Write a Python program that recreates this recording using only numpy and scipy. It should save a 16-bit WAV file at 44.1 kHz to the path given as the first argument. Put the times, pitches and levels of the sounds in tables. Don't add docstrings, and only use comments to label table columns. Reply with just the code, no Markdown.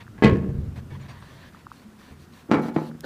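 import sys
import numpy as np
from scipy import signal
from scipy.fft import rfft, irfft, next_fast_len
from scipy.io import wavfile
from scipy.ndimage import uniform_filter1d

SR = 44100
rng = np.random.default_rng(int(sys.argv[2]) if len(sys.argv) > 2 else 0)


def int16_out(signal):
    q = np.round(np.clip(np.atleast_2d(signal).T, -1, 1) * 32767)
    wavfile.write(sys.argv[1], SR, q.astype(np.int16))


N = 134505


def amp(db):
    return 10 ** (np.asarray(db) / 20)


def unit(x):
    return x / np.sqrt(np.mean(x ** 2) + 1e-20)


def along(points, hz):
    point_hz, value = np.transpose(points)
    return np.interp(np.log(hz + 1), np.log(point_hz + 1), value)


def filtered(x, response):
    size = next_fast_len(len(x) + 8192)
    spectrum = rfft(x, size) * response(np.fft.rfftfreq(size, 1 / SR))
    return irfft(spectrum, size)[:len(x)]


def add(out, start_s, x):
    part = out[max(round(start_s * SR), 0):][:len(x)]
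    part += x[:len(part)]


def peak(hz, centre_hz, width_hz):
    return 1j * hz * width_hz / (centre_hz ** 2 - hz ** 2 + 1j * hz * width_hz)


def patchy_noise(spectrum, patchy_db):
    z = signal.stft(rng.standard_normal(N + SR), nperseg=512)[2]
    patches = uniform_filter1d(rng.standard_normal(z.shape), size=5, axis=0)
    patches = uniform_filter1d(patches, size=8, axis=1)
    noise = signal.istft(z * amp(patchy_db * unit(patches)), nperseg=512)[1][:N]
    return unit(filtered(noise, lambda hz: amp(along(spectrum, hz))))


# (pitch_hz, relative level_db)
YARD_SPECTRUM = [(15, -60.5), (25, -20), (226, -9.5), (288, -14), (661, -28), (736, -24.5), (798, -28),
                 (1370, -25.5), (2210, -33.5), (4330, -38.5), (15300, -47)]
# (time_s, level_db)
BODY_RUMBLE = [(0, -50.5), (.6, -34), (1.1, -45), (1.5, -53), (2.2, -67), (2.5, -72), (3.05, -61)]
YARD_DB, YARD_PATCH_DB = -51, .8
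RUMBLE_HZ, RUMBLE_WIDTH_HZ = 99, 96


def yard():
    hush = amp(YARD_DB) * patchy_noise(YARD_SPECTRUM, YARD_PATCH_DB)
    low = filtered(rng.standard_normal(N), lambda hz: peak(hz, RUMBLE_HZ, RUMBLE_WIDTH_HZ) ** 2)
    time_s, level_db = np.transpose(BODY_RUMBLE)
    rumble_db = np.interp(np.arange(N) / SR, time_s, level_db)
    return hush + amp(rumble_db) * unit(low)


# (start_s, length_s before the fade, level_db, extra treble_db)
RUB_STROKES = [(0, 0.019, -46, -5.5), (0.754, 0.034, -49, 1), (0.899, 0.064, -51, -3),
               (0.994, 0.068, -52, -3), (1.08, 0.038, -47, -2.5), (1.128, 0.086, -53.5, -2.5),
               (1.217, .27, -53, 1.5), (1.525, 0.085, -58, 2), (1.696, 0.14, -62, 10),
               (1.984, 0.14, -56.5, 5.5), (2.189, 0.054, -66.5, 16.5), (2.32, 0.098, -58, 9),
               (2.613, 0.076, -54.5, 12), (2.738, 0.15, -57, 11.5)]
# (pitch_hz, relative level_db)
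RUB_SPECTRUM = [(290, -56), (500, -11), (544, -6.5), (826, -10), (990, -2.5), (1380, -15.5), (1780, -5),
                (2100, -12.5), (3110, -15.5), (4400, -18), (5280, -27), (5900, -25), (6690, -30.5),
                (14000, -36)]
RUB_PATCH_DB, RUB_SPLIT_HZ = 2.2, 4200
RUB_EDGE_S = .022


def rubbing():
    t = np.arange(N) / SR
    noise = patchy_noise(RUB_SPECTRUM, RUB_PATCH_DB)
    low = filtered(noise, lambda hz: 1 / (1 + (hz / RUB_SPLIT_HZ) ** 4))
    treble = noise - low
    out = np.zeros(N)
    for start_s, length_s, level_db, treble_db in RUB_STROKES:
        fade_in = 3 * (t - start_s) / RUB_EDGE_S
        fade_out = (start_s + length_s + RUB_EDGE_S - t) / RUB_EDGE_S
        stroke = np.clip(np.minimum(fade_in, fade_out), 0, 1)
        out += amp(level_db) * stroke * (low + amp(treble_db) * treble)
    return out


# (start_s, pitch_hz,
# level_db, t60_s)
SINGLE_RINGS = [(0.919, 137.2, -33, 0.87), (.905, 2236, -48.5, 0.16), (1.01, 7000, -55, 0.08),
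                (1.02, 5700, -62, 0.11), (1.09, 5700, -57, 0.13), (1.09, 6600, -63, .15),
                (1.09, 8700, -57, 0.074), (1.2, 8640, -59, .08), (1.29, 8600, -78, .08),
                (1.85, 214.7, -40.5, 0.39)]


def pings():
    out, t = np.zeros(N), np.arange(SR // 2) / SR
    onset = 1 - np.exp(-t / 0.0023)
    for start_s, pitch_hz, level_db, t60_s in SINGLE_RINGS:
        ring = amp(level_db - 60 * t / t60_s) * np.sin(2 * np.pi * pitch_hz * t)
        add(out, start_s, ring * onset)
    return out


# (time_s of the peak, peak level_db, pitch_hz)
ROUND_TICKS = [(.068, -40, 1510), (.08, -35.5, 1430), (1.226, -38, 1200), (1.548, -36.5, 1210),
               (1.669, -28, 1180), (1.7178, -27.5, 1180), (2.017, -43, 1280), (2.915, -38, 1400)]
TICK_CYCLES, TICK_LEAD_S = 1.14, .005


def ticks():
    out, t = np.zeros(N), np.arange(SR // 2) / SR
    for time_s, level_db, pitch_hz in ROUND_TICKS:
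        cycles = (t - TICK_LEAD_S) * pitch_hz
        tick = np.exp(-(cycles / TICK_CYCLES) ** 2) * np.cos(2 * np.pi * cycles)
        add(out, time_s - TICK_LEAD_S, amp(level_db) * tick)
    return out


SNAP_S, SNAP_DB, SNAP_T60_S, SNAP_HZ = 3.0075, -22, 0.0033, 5100


def snap():
    out, t = np.zeros(N), np.arange(SR // 2) / SR
    burst = amp(SNAP_DB - 60 * t / SNAP_T60_S) * rng.standard_normal(len(t))
    add(out, SNAP_S, filtered(burst, lambda hz: peak(hz, SNAP_HZ, SNAP_HZ)))
    return out


# (pitch_hz, width_hz, relative level_db)
SCRAPE_RESONANCES = [(358, 190, 2), (870, 180, -1), (1520, 140, -1), (1830, 280, -10), (3000, 700, -23.5),
                     (4300, 630, -15), (7040, 1500, -30)]
SCRAPE_S, SCRAPE_RISE_S, SCRAPE_DB = 3.028, 0.017, -32


def scrape():
    grit = rng.standard_normal(N) * amp(8 * rng.standard_normal(N))

    def resonances(hz):
        total = 0
        for k, (pitch_hz, width_hz, level_db) in enumerate(SCRAPE_RESONANCES):
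            total = total + (-1) ** k * amp(level_db) * peak(hz, pitch_hz, width_hz)
        return total

    swell = np.clip((np.arange(N) / SR - SCRAPE_S) / SCRAPE_RISE_S, 0, 1) ** 2
    return amp(SCRAPE_DB) * unit(filtered(grit, resonances)) * swell


RISE_S = 0.0017
THUD_WIDTH, THUD_EDGE = 0.45, 8.3
MODE_GAP_HZ = 12
MODE_SPREAD_DB, BEAT_DB, BEAT_HZ = 1.06, 4, 12
TAIL_DB, TAIL_LONGER = -25.5, 3.5
RATTLE_DB, RATTLE_SAMPLES = 3, 150


def clear_modes(modes, t):
    ring = np.zeros(len(t))
    for pitch_hz, level_db, t60_s in modes:
        start_db = level_db + rng.normal(0, MODE_SPREAD_DB)
        beat_db = BEAT_DB * np.sin(2 * np.pi * BEAT_HZ * rng.uniform(-1.04, 1) * t)
        ring += amp(start_db + beat_db - 60 * t / t60_s) * np.sin(2 * np.pi * pitch_hz * t)
    return ring


def packed_modes(lines, decay):
    wash = irfft(lines * rfft(rng.standard_normal(SR)), SR)
    hz, frame_s, z = signal.stft(unit(wash), SR, nperseg=512)
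    fall_db = -60 * frame_s / along(decay, hz)[:, None]
    fall = amp(fall_db) + amp(TAIL_DB + fall_db / TAIL_LONGER)
    wash = signal.istft(z * fall, SR, nperseg=512)[1][:SR]
    rattle = uniform_filter1d(rng.standard_normal(SR), size=RATTLE_SAMPLES)
    return wash * amp(RATTLE_DB * unit(rattle))


def struck(blows, modes, dense, decay, dense_db):
    out, t = np.zeros(N), np.arange(SR) / SR
    grid_hz = np.arange(SR // 2 + 1)
    lines = amp(along(dense, grid_hz)) * (rng.random(len(grid_hz)) < 1 / MODE_GAP_HZ)
    onset = 1 - np.exp(-t / RISE_S)
    click = 1. * (t == 0)
    for start_s, ring_db, hardness_hz, thud_db, thud_hz in blows:
        def contact(hz):
            return 1 / (1 + 1j * hz / hardness_hz) ** 2

        def thump(hz):
            top_edge = 1 / (1 + 1j * hz / (THUD_EDGE * thud_hz))
            return peak(hz, thud_hz, THUD_WIDTH * thud_hz) * top_edge * contact(hz)

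        ring = clear_modes(modes, t) / 2 + amp(dense_db) * packed_modes(lines, decay)
        add(out, start_s, amp(ring_db) * filtered(ring * onset, contact))
        thud = filtered(click, thump)
        add(out, start_s, amp(thud_db) * thud / np.abs(thud).max())
    return out


# (start_s, relative ring level_db, contact hardness_hz, thud peak_db, thud pitch_hz)
CATCH_KNOCKS = [(2.488, -28, 514, -40, 220), (2.506, -30.5, 4030, -63, 297), (2.511, -26, 4030, -31, 302),
                (2.5147, -16, 8400, -2, 230), (2.525, -32, 7200, -8.5, 256), (2.535, -18, 4000, -11, 400),
                (2.542, -30, 3000, -28, 296), (2.57, -25.5, 3000, -13, 231), (2.6, -42, 3000, -21, 239),
                (2.635, -32, 3000, -29, 250), (2.66, -36, 3000, -18.5, 245), (2.685, -33.5, 2460, -20, 257),
                (2.715, -31.5, 400, -44, 253), (2.75, -26.5, 400, -46, 250), (2.7628, -24, 2310, -11, 330),
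                (2.7655, -35.5, 2700, -7, 190), (2.787, -61, 1200, -17, 294),
                (2.817, -35, 1240, -20.5, 310), (2.89, -35, 500, -34, 246), (2.95, -59, 400, -32, 220),
                (3.036, -39.5, 800, -36.5, 350)]
# (pitch_hz, relative level_db, t60_s)
CATCH_MODES = [(155.8, 2, 0.81), (234.7, -6, 0.73), (333, 6.5, 0.12), (436, -6, .26), (512.4, -10, 0.38),
               (646, -7, 0.29), (731, -4.5, 0.088), (858, -3.5, 0.36), (1306.3, -4.5, 0.36),
               (1690, -52, 0.17), (2260, -41, .18), (2260, -19.5, 0.37), (2740, -20, 0.097),
               (3900, -16, 0.091), (5700, -20, 0.056)]
# (pitch_hz, relative level_db)
CATCH_PACKED = [(60, -42), (150, -4), (300, -2.5), (605, -14.5), (1300, -15.5), (2300, -20), (2700, -23.5),
                (3100, -28), (4200, -31.5), (5700, -37), (15000, -57)]
# (pitch_hz, t60_s)
CATCH_FALL = [(100, 0.39), (300, 0.38), (1000, 0.27), (3000, .13), (10000, 0.15)]
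CATCH_PACKED_DB = -1.5
CATCH_LOW_HZ = 110


def safety_catch():
    knocks = struck(CATCH_KNOCKS, CATCH_MODES, CATCH_PACKED, CATCH_FALL, CATCH_PACKED_DB)
    return filtered(knocks, lambda hz: (1j * hz / (CATCH_LOW_HZ + 1j * hz)) ** 2)


# (start_s, relative ring level_db, contact hardness_hz, thud peak_db, thud pitch_hz)
HOOD_BLOWS = [(.18, -45.5, 3000, -39.5, 1500), (.2235, -21, 3000, -5.5, 233), (.231, -23.5, 4050, -15, 233),
              (.238, -19.5, 14000, -6, 231), (.2465, -13.5, 770, -3, 198), (.262, -27, 5000, -9, 220),
              (.325, -22.5, 207, -11, 110), (.41, -29, 400, -30, 200), (.49, -33, 200, -18, 95),
              (.55, -31, 147, -21.5, 95), (.585, -24.5, 118, -19, 82), (.68, -57, 120, -24, 85),
              (.787, -40.5, 194, -34, 140.4), (.85, -37.5, 127, -45, 89), (.918, -32.5, 210, -40, 136),
              (2.11, -38, 200, -57, 143)]
# (pitch_hz, relative level_db, t60_s)
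HOOD_MODES = [(58.3, -23, 0.51), (81.64, -1, 0.82), (142.8, -1.5, 1.23), (190, -4, 1.11), (220, 1.5, 0.53),
              (266.3, -18.5, 0.37), (330, -29, 0.81), (400, -9, 0.33), (438, 0.5, 0.27), (465, -7, 0.61),
              (652, -14, .3), (754, -14, 0.3), (875, 2, 0.11), (1090, -2, 0.45), (1667, 5, 0.13),
              (2000, 3, 0.12), (2774, -30, 0.11), (3270, -14, 0.33)]
# (pitch_hz, relative level_db)
HOOD_PACKED = [(40, -20), (150, -15), (400, -10), (735, -19), (1110, -21), (1340, -26.5), (1750, -15.5),
               (3410, -22), (6000, -36), (10000, -35), (15000, -47)]
# (pitch_hz, t60_s)
HOOD_FALL = [(60, 0.43), (200, 0.74), (500, 0.43), (1400, 0.32), (4000, 0.17), (10000, 0.046)]
HOOD_PACKED_DB = -1


def hood_release():
    return struck(HOOD_BLOWS, HOOD_MODES, HOOD_PACKED, HOOD_FALL, HOOD_PACKED_DB)


def scene():
    background = yard() + rubbing()
    details = pings() + ticks() + snap() + scrape()
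    return (background + details + safety_catch() + hood_release())[None]


TOP_HZ = 15450


def record(dry):
    return filtered(dry[0], lambda hz: hz < TOP_HZ)[None]


dry = scene()
out = record(dry)
int16_out(out)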